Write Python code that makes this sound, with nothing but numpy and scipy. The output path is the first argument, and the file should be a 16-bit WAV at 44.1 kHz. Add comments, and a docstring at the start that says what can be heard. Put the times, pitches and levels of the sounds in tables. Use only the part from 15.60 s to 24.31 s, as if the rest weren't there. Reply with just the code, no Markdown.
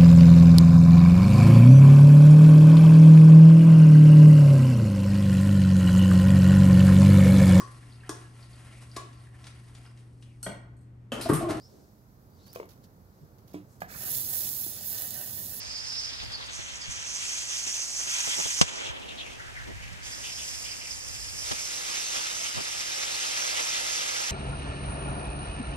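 """A fluttering hiss over a roar of burning: three smoke balls on gravel, close to a stereo microphone.
Orange, green and yellow take turns to jet, each vent hissing at its own pitch. Slag makes the flow surge
and choke; the vents gasp when they clog and spit sparks, and the orange one half whistles.
The green ball blows out a plug with one sharp pop, and the hiss sinks for a second.
Soft whoomps and thuds, open air and a low, breezy rumble lie underneath."""
import sys
import numpy as np
from scipy import signal
from scipy.fft import rfft, irfft, next_fast_len
from scipy.io import wavfile
from scipy.ndimage import map_coordinates

SR = 44100
rng = np.random.default_rng(int(sys.argv[2]) if len(sys.argv) > 2 else 0)


def file_out(sig):
    """Save sig as 16-bit WAV at sys.argv[1]."""
    # one column per channel
    cols = np.atleast_2d(sig).T
    # limit, then scale
    lim = np.clip(cols, -1, 1)
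    pcm = np.round(lim * 32767).astype(np.int16)
    wavfile.write(sys.argv[1], SR, pcm)


N = 384111
TIME = np.arange(N) / SR
SIZE = next_fast_len(N)
BIN_HZ = np.maximum(np.arange(SIZE // 2 + 1) * SR / SIZE, 1)
POP_S = 3.0137

# tone colour of the yellow jet: frequency_hz, relative_db
YELLOW_COLOUR = [(180, -19.5), (370, -7), (600, -4.3), (850, -3.4), (1200, -3.5), (2300, -2.5),
                 (3400, -1.8), (4400, -2), (5000, 1), (6000, 4), (7300, 0.3), (9000, -6), (11500, -15.3),
                 (14500, -27)]
# phase lead of the right channel for each jet, opposite in the bass, nearly in step at the top:
# frequency_hz, lead_rad
ORANGE_PHASE = [(300, 3.16), (3000, 2.94), (5000, 5.15), (6100, 3.9), (7300, 4.38), (10000, 5.5)]
GREEN_PHASE = [(300, 3.5), (3500, 2.5), (5000, 3), (6000, 0.5), (7000, 0.6), (10000, 1)]
YELLOW_PHASE = [(300, 3), (1700, 2.5), (3000, 0.7), (3800, 1.6), (5000, -1.15), (6500, -2), (9000, -3),
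                (13000, -6)]


def from_db(db):
    """Decibels to gain."""
    return 10 ** (np.asarray(db) / 20)


def rms_one(x):
    """Scale to unit power."""
    return x / np.sqrt(np.mean(x ** 2) + 1e-20)


def over_hz(points):
    """A curve over the spectrum: points joined by straight lines in log frequency."""
    hz, value = np.transpose(points)
    return np.interp(np.log(BIN_HZ), np.log(hz), value)


def sound_of(spectrum):
    """A stereo spectrum as sound, at unit power."""
    return rms_one(irfft(spectrum, SIZE)[:, :N])


def filtered(x, hz, kind, order=2):
    """Causal Butterworth filter."""
    sos = signal.butter(order, np.clip(hz, 10, .45 * SR), kind, fs=SR, output="sos")
    return signal.sosfilt(sos, x + 1e-18)


def bend(x, speed):
    """Play both channels at a changing speed, so that the pitch moves."""
    return np.array([map_coordinates(side, [np.cumsum(speed)], mode="mirror") for side in x])


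def drift(rate_hz):
    """Smooth random motion of spread 1."""
    pole = np.exp(-80 * np.pi * rate_hz / SR)
    slow = signal.lfilter([1], [1, -2 * pole, pole * pole], rng.standard_normal(N // 40 + 2002))[2000:]
    return np.interp(np.arange(N) / 40, np.arange(len(slow)), rms_one(slow))


def swell(middle_s, length_s):
    """A bell-shaped envelope."""
    return np.exp(-2 * np.minimum(((TIME - middle_s) / length_s) ** 2, 20))


def step(middle_s, length_s):
    """A smooth rise from 0 to 1 around a moment."""
    return .5 + .5 * np.tanh((TIME - middle_s) / (2 * length_s))


def bursts(events, decay_s):
    """An envelope that jumps at each (start_s, level_db) and dies away."""
    starts = np.zeros(N)
    for start_s, level_db, *_ in events:
        starts[int(start_s * SR)] += from_db(level_db)
    return signal.lfilter([1], [1, -np.exp(-1 / (decay_s * SR))], starts + 1e-18)


def blast(middle_s, width_s):
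    """One pressure wave, a push and then a suck, of height 1."""
    phase = (TIME - middle_s) / width_s
    return -phase * np.exp((1 - phase ** 2) / 2)


def thump(start_s, pitch_hz, decay_s):
    """A shove of air that swings a few times and dies."""
    age = np.clip(TIME - start_s, 0, .5)
    return np.sin(2 * np.pi * pitch_hz * age) * np.exp(-age / decay_s)


def reflections():
    """Direct sound plus a few dull echoes: a comb that ripples the spectrum."""
    # echoes off the ground and things near by: delay_s, signed_gain, dull_above_hz
    echoes = [(.00275, -0.1, 2400), (0.0176, .14, 2500)]
    return 1 + sum(gain * np.exp(-2j * np.pi * BIN_HZ * delay_s) / (1 + (BIN_HZ / dull_hz) ** 2)
                   for delay_s, gain, dull_hz in echoes)


def gravel(scatter=.21, decay_s=.0023):
    """Stones scatter many tiny echoes into each port: a fine, still ripple in the spectrum."""
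    echoes = rng.standard_normal((2, SR // 50)) * np.exp(-TIME[:SR // 50] / decay_s)
    return 1 + scatter * rfft(echoes / np.linalg.norm(echoes, axis=1, keepdims=True), SIZE)


def at_ports(phase, direct=1.0):
    """Spectrum of white turbulence at both microphone ports: shared direct sound plus gravel scatter."""
    # how alike the ports sound: frequency_hz, likeness (0-1)
    likeness = [(60, 0.78), (1000, 0.78), (2500, 0.67), (4000, 0.38), (5000, 0.59), (7000, 1), (9000, 0.7),
                (13000, 1)]
    # stereo balance: frequency_hz, left_minus_right_db
    balance = [(60, -1), (450, -2.5), (1500, -.3), (3300, 0.8), (4000, 0), (4350, 3), (4750, -2.5),
               (5750, -10), (6500, -3), (7700, 1.8), (12000, .5)]
    shared, left, right = rfft(rng.standard_normal((3, SIZE)))
    alike = np.clip(direct * over_hz(likeness), 0, 1)
    sides = np.array([[.5], [-.5]])
    straight = np.sqrt(alike) * shared * np.exp(-1j * sides * over_hz(phase))
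    scattered = np.sqrt(1 - alike) * np.array([left, right])
    pan = from_db(sides * over_hz(balance))
    return (straight + scattered) * reflections() * pan / np.sqrt(np.mean(pan ** 2, axis=0))


def outdoors(rumble_db=-54.3, air_db=-45.8):
    """The bed: low rumble, breeze buffeting each port, and a soft wash of open air and smouldering."""
    # tone colours of the rumble and the open air: frequency_hz, relative_db
    rumble_colour = [(20, -10), (50, -4.5), (61, 5.5), (73, -1), (115, -2.5), (190, -21), (400, -44.5)]
    air_colour = [(130, -3.3), (250, -4), (380, -5), (550, -4.8), (700, -3.7), (900, -4.6), (1400, -5.5),
                  (1900, -2), (3000, -4), (4000, -10.5), (6000, -10.3), (10000, -21.5), (14500, -35)]
    # breeze swelling the rumble: middle_s, length_s, rise_db
    gusts = [(.6, 1.5, 4.5), (.66, .1, 6), (1.33, .12, 4), (4.15, .42, 6), (4.3, 2, 4.7), (5.65, .42, 7.5)]
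    rumble = sound_of(at_ports(GREEN_PHASE, direct=1.1) * from_db(over_hz(rumble_colour)))
    breeze = sound_of(at_ports(GREEN_PHASE, direct=.72) * from_db(over_hz(rumble_colour)))
    air = sound_of(at_ports(GREEN_PHASE, direct=.59) * from_db(over_hz(air_colour)))
    rise = from_db(sum(abs(db) * swell(middle_s, length_s) for middle_s, length_s, db in gusts))
    low_end = from_db(rumble_db) * (rumble + np.sqrt(rise ** 2 - 1) * breeze)
    return low_end + from_db(air_db + .5 * drift(28)) * filtered(air, 112, "high")


def noise_swells(span=5.8):
    """Short swells of band noise: soft whoomps, low thuds and one brief crack."""
    # swells of band noise: middle_s, length_s, top_hz, level_db
    swells = [(1.29, .03, 110, -40), (2.405, .025, 2200, -43), (2.795, .028, 850, -33.5),
              (3.2, .2, 1400, -43), (3.305, .025, 160, -40), (3.5, .6, 850, -45.5), (4.096, .04, 500, -39),
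              (4.15, .38, 130, -44.5), (5.919, .012, 4000, -30.5), (6.984, .034, 1200, -33.5),
              (6.98, .04, 280, -37)]
    noise = sound_of(at_ports(GREEN_PHASE))
    return sum(from_db(db) * swell(middle_s, length_s) * rms_one(filtered(noise, [hz / span, hz], "band"))
               for middle_s, length_s, hz, db in swells)


def sparks(per_s=14, level_db=-52, spread_db=4.4):
    """Tiny sparks fly at random throughout, each a brief bright fizz."""
    fizz = rms_one(filtered(sound_of(at_ports(GREEN_PHASE)), [3500, 7500], "band"))
    gap_draw, level_draw = rng.random((400, 2)).T
    starts_s = np.cumsum(-np.log(1 - gap_draw)) / per_s
    events = np.transpose([starts_s, level_db + spread_db * (2 * level_draw - 1)])
    return bursts(events[starts_s < TIME[-1]], decay_s=.012) * fizz


def spits(wave_db=-8.5, dull_db=-7.7, snap_db=-9.5):
    """A spat crumb gives a dull puff, a snap, a small pressure wave and a thump."""
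    # burning crumbs spat from a vent: start_s, level_db, thump_db
    crumbs = [(.63, -28, -43), (.99, -30, -32), (2.066, -29, -48), (2.467, -28, -50), (2.673, -21.5, -40),
              (2.855, -21, -33), (5.911, -18, -25.5), (6.295, -30, -54), (6.567, -27, -52),
              (7.003, -26, -44)]
    waves = sum(from_db(db + wave_db) * blast(start_s + .00087, width_s=.00028)
                - from_db(thump_db) * thump(start_s, pitch_hz=115, decay_s=.009)
                for start_s, db, thump_db in crumbs)
    puffs = filtered(bursts(crumbs, decay_s=.012), 90, "low", order=1)  # softens the attack
    noise = sound_of(at_ports(GREEN_PHASE))
    dull = from_db(dull_db) * rms_one(filtered(noise, [100, 1100], "band"))
    snap = from_db(snap_db) * rms_one(filtered(noise, [1000, 4500], "band"))
    return puffs * (dull + snap) + waves * [[-1], [1]]


def gasps(attack_s=.006, release_s=.013, sag_db=2.2, flutter_db=1.8, whistle_above_hz=4200):
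    """Gas forced past slag rings in one falling band: a narrow orange whistle or a wider yellow swish."""
    # gasps of a half-clogged vent and broad hiss leaking out: start_s, length_s, pitch_hz, level_db, leak_db
    breaths = [(.1, .018, 5000, -31, -55), (.15, .04, 4960, -36, -55), (.724, .042, 4700, -33.3, -56),
               (1.217, .024, 4900, -34.5, -60), (3.25, .036, 3100, -37.5, -45), (3.7, .06, 2900, -46, -52),
               (3.424, .026, 3050, -40.5, -57), (3.48, .058, 3050, -40, -56),
               (3.587, .04, 3150, -33.3, -48.5), (3.654, .036, 2500, -38.5, -47),
               (3.782, .14, 1600, -45.5, -63), (3.955, .085, 1720, -40.5, -58), (4.04, .62, 1850, -50, -61),
               (4.22, .075, 2500, -48.5, -54.5), (4.635, .085, 2930, -40.2, -55),
               (4.785, .068, 2930, -41.2, -54), (5.05, .105, 2660, -43.5, -60),
               (5.215, .09, 2340, -44.3, -60)]
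    out = np.zeros((2, N))
    orange, yellow = sound_of(at_ports(ORANGE_PHASE)), sound_of(at_ports(YELLOW_PHASE))
    leak = sound_of(at_ports(YELLOW_PHASE) * from_db(over_hz(YELLOW_COLOUR)))
    for start_s, length_s, pitch_hz, level_db, leak_db in breaths:
        noise, half_width = (orange, .073) if pitch_hz > whistle_above_hz else (yellow, .19)
        near = np.abs(TIME - start_s) < length_s + .1
        gate = (step(start_s, attack_s) * (1 - step(start_s + length_s, release_s)))[near]
        spent = np.clip((TIME[near] - start_s) / length_s, 0, 1)
        edges_hz = pitch_hz * np.exp([-half_width, half_width])
        band = rms_one(filtered(noise[:, near], edges_hz, "band", order=3))
        band = bend(band, np.exp(.65 * half_width * (.5 - spent)))  # the pitch falls as it empties
        gas = from_db(level_db) * band + from_db(leak_db) * leak[:, near]
        out[:, near] += gate * from_db(-sag_db * spent) * gas
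    return out * from_db(flutter_db * drift(70))  # the gas comes raggedly


def flow(ball, release_s=.014, linger_s=.16, pop_loss_db=9.5, drain_s=.03):
    """Gains of a ball's vent hiss and burning roar: it catches, settles, surges and may clog shut."""
    # burns by ball ("fuse" is the orange ball's opening burn):
    # lit_s, shut_s, attack_s, settling_s, first_hiss_db, full_hiss_db, first_roar_db, full_roar_db
    burns = {"fuse": (-.1, .87, .012, .5, -46, -43.8, -61, -39.5),
             "green": (.905, 3.298, .018, .6, -42.7, -31.6, -45.6, -40.4),
             "orange": (4.44, 10, .012, .6, -41.6, -39.2, -43, -50),
             "yellow": (5.842, 10, .021, 1.5, -37.8, -33.1, -40.4, -32.5)}
    # shifting slag opens (+) or chokes (-) a vent: ball, middle_s, length_s, more_hiss_db, more_roar_db
    surges = [("fuse", .34, .2, 4, 1.5), ("fuse", .74, .21, -10, 0), ("green", .96, .04, 6, 2),
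              ("green", 1.165, .025, 5, 1), ("green", 1.25, .25, -6.5, -1.5), ("green", 1.318, .036, 9, 3),
              ("green", 1.7, .12, 1.2, 2), ("green", 1.87, .04, -1.5, -4), ("green", 1.96, .06, 1, 2.5),
              ("green", 2.325, .1, -.7, -10), ("green", 2.7, .3, 1.7, 5.9), ("green", 3.25, .09, -1, 2),
              ("orange", 4.88, .16, 2, 2), ("orange", 5.22, .06, -3, -1), ("orange", 5.83, .1, .5, 5),
              ("yellow", 5.88, .05, 4.2, 1.5), ("yellow", 6.01, .1, -.5, -3), ("yellow", 6.36, .05, 1.5, 3),
              ("yellow", 6.56, .07, 2.8, 4.5), ("yellow", 6.86, .04, 2.6, 2.2),
              ("yellow", 7.03, .36, -4, -2.6), ("yellow", 7.997, .033, 1.4, 4.2),
              ("yellow", 7.92, .3, 1.2, 1)]
    lit_s, shut_s, attack_s, settling_s, first_hiss, full_hiss, first_roar, full_roar = burns[ball]
    young = np.exp(-np.maximum(TIME - lit_s, 0) / settling_s)
    hiss_db = full_hiss + (first_hiss - full_hiss) * young
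    roar_db = full_roar + (first_roar - full_roar) * young
    for name, middle_s, length_s, more_hiss_db, more_roar_db in surges:
        if name == ball:
            surge = swell(middle_s, length_s)
            hiss_db += more_hiss_db * surge
            roar_db += more_roar_db * surge
    if ball == "green":  # the pop lets the pressure out
        hiss_db -= pop_loss_db * (1 - np.exp(-np.maximum(TIME - POP_S, 0) / drain_s))
    caught = step(lit_s, attack_s)
    vent_open = 1 - step(shut_s, release_s)
    lingering = np.exp(-np.maximum(TIME - shut_s, 0) / linger_s)
    return caught * vent_open * from_db(hiss_db), caught * lingering * from_db(roar_db)


def whistle(ball, bend_per_db=.006, wobble=.018, flutter_hz=22):
    """A narrow resonance of the orange vent: it flutters, wobbles and goes flat when the flow chokes."""
    # the resonance in each burn: pitch_hz, width_hz, above_hiss_db, flutter_db
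    resonances = {"fuse": (5070, 700, 4.6, 2.4), "orange": (5100, 620, -6.5, 3.3)}
    pitch_hz, width_hz, above_hiss_db, flutter_db = resonances[ball]
    gain, _ = flow(ball)
    band = sound_of(at_ports(ORANGE_PHASE) / (1 + (2 * (BIN_HZ - pitch_hz) / width_hz) ** 4) ** .5)
    flow_db = 20 * np.log10(np.clip(gain / np.average(gain, weights=gain ** 2), .1, 2))
    speed = 1 + bend_per_db * flow_db + wobble * drift(flutter_hz)
    return gain * from_db(above_hiss_db + flutter_db * drift(flutter_hz)) * bend(band, speed)


def sputter(x, span_hz=(1000, 7000), steps=16, swing_db=1.5, grit_db=.7):
    """Slag builds and breaks, so resonances come and go across the hiss; the powder burns grain by grain."""
    place = np.interp(np.log(BIN_HZ), np.log(span_hz), [0, steps])
    spectrum = rfft(x, SIZE)
    bands = (irfft(spectrum * np.maximum(1 - np.abs(place - k), 0), SIZE)[:, :N] for k in range(1, steps))
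    shifting = sum(band * (from_db(swing_db * drift(12)) - 1) for band in bands)
    return (x + shifting) * from_db(grit_db * drift(160))


def jet(ball, colour, phase, flutter_db, flutter_hz, roar_swing_db, brightening):
    """Turbulence through a vent, hiss above and roar below; it flutters, and a faster jet gains treble."""
    body_hz, split_hz, treble_hz = 1500, 4200, 9000
    hiss_gain, roar_gain = flow(ball)
    noise = at_ports(phase) * gravel() * from_db(over_hz(colour))
    deep = 1 / (1 + (BIN_HZ / body_hz) ** 10)
    low = 1 / (1 + (BIN_HZ / split_hz) ** 16)
    top = 1 / (1 + (treble_hz / BIN_HZ) ** 10)
    hiss, treble, rasp, body = (irfft(noise * share, SIZE)[:, :N]
                                for share in (1 - low, top, low - deep, deep))
    speed = hiss_gain / np.average(hiss_gain, weights=hiss_gain ** 2)
    hiss = (hiss + treble * (speed ** brightening - 1)) / np.std(hiss)
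    flutter = drift(flutter_hz)
    # small and large eddies surge each in their own way
    roar = sum(eddies * from_db(roar_swing_db * (.5 * flutter + drift(flutter_hz)))
               for eddies in (rasp, body))
    return hiss_gain * hiss * from_db(flutter_db * flutter) + roar_gain * rms_one(roar)


def smoke_jets():
    """The vents jet and sputter in turn: orange, green, orange again, then yellow joins in."""
    # tone colours of the jets: frequency_hz, relative_db
    fuse_colour = [(300, -27), (1000, -21), (2200, -23), (4000, -17), (4500, -10), (5600, -6.5),
                   (6500, -10.5), (8200, -23.5), (9100, -23.5), (10500, -35), (14500, -44)]
    green_colour = [(250, -28.5), (900, -8.5), (1500, -7), (3100, -1), (4100, -8), (5000, -7.5), (6000, 0),
                    (7000, -4), (8500, -12), (10500, -22.5), (14500, -32.5)]
    orange_colour = [(300, -6), (1300, -10), (2700, -3.5), (4300, -9.5), (4750, -2.5), (6000, -1.5),
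                     (7300, -2.7), (8300, -10), (9200, -9.5), (11000, -18), (14500, -25)]
    fuse = jet("fuse", fuse_colour, ORANGE_PHASE,
               flutter_db=1.8, flutter_hz=22, roar_swing_db=2.8, brightening=.3)
    green = jet("green", green_colour, GREEN_PHASE,
                flutter_db=1.15, flutter_hz=18, roar_swing_db=1.8, brightening=1.0)
    orange = jet("orange", orange_colour, ORANGE_PHASE,
                 flutter_db=.9, flutter_hz=13, roar_swing_db=2.5, brightening=.25)
    yellow = jet("yellow", YELLOW_COLOUR, YELLOW_PHASE,
                 flutter_db=.9, flutter_hz=20, roar_swing_db=1.05, brightening=.14)
    return sputter(fuse + green + orange + yellow)


def pop(attack_s=.0007, gas_decay_s=.0064, body_decay_s=.0091):
    """The plug blows out: a sharp pressure wave, a thump over a boom, a rush of gas and a duller body."""
    # tone colour of the escaping gas: frequency_hz, relative_db
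    gas_colour = [(50, -15), (150, -5.5), (320, -20), (500, -22), (1000, -22), (2000, -12.5), (3000, -9),
                  (4200, -13.5), (5900, -10.5), (8000, -18), (10500, -31), (14500, -51.8)]
    start_s = POP_S - .0011
    age = np.maximum(TIME - start_s, 0)
    wave = irfft(rfft(from_db(-2) * blast(POP_S, width_s=.00022), SIZE) * reflections(), SIZE)[:N]
    punch = from_db(-9.5) * thump(start_s, pitch_hz=155, decay_s=.009)
    boom = from_db(-20) * thump(start_s, pitch_hz=75, decay_s=.018)
    gas_noise = sound_of(at_ports(GREEN_PHASE) * from_db(over_hz(gas_colour)))
    body_noise = rms_one(filtered(sound_of(at_ports(GREEN_PHASE)), [470, 1150], "band"))
    gas = from_db(-7.7) * np.exp(-age / gas_decay_s) * gas_noise
    body = from_db(-14.3) * np.exp(-age / body_decay_s) * body_noise
    rise = 1 - np.exp(-age / attack_s)
    return (wave - punch - boom) * [[-1], [1]] + rise * (gas + body)


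def scene():
    """All three balls and the air around them."""
    vents = smoke_jets() + whistle("fuse") + whistle("orange") + gasps()
    return vents + spits() + sparks() + noise_swells() + pop() + outdoors()


def record(dry):
    """Soft saturation rounds the loudest peak, and a steep low-pass cuts the top."""
    cutoff_hz = 15000
    return signal.sosfilt(signal.ellip(14, .1, 80, cutoff_hz, fs=SR, output="sos"), np.tanh(dry))


dry = scene()
out = record(dry)
file_out(out)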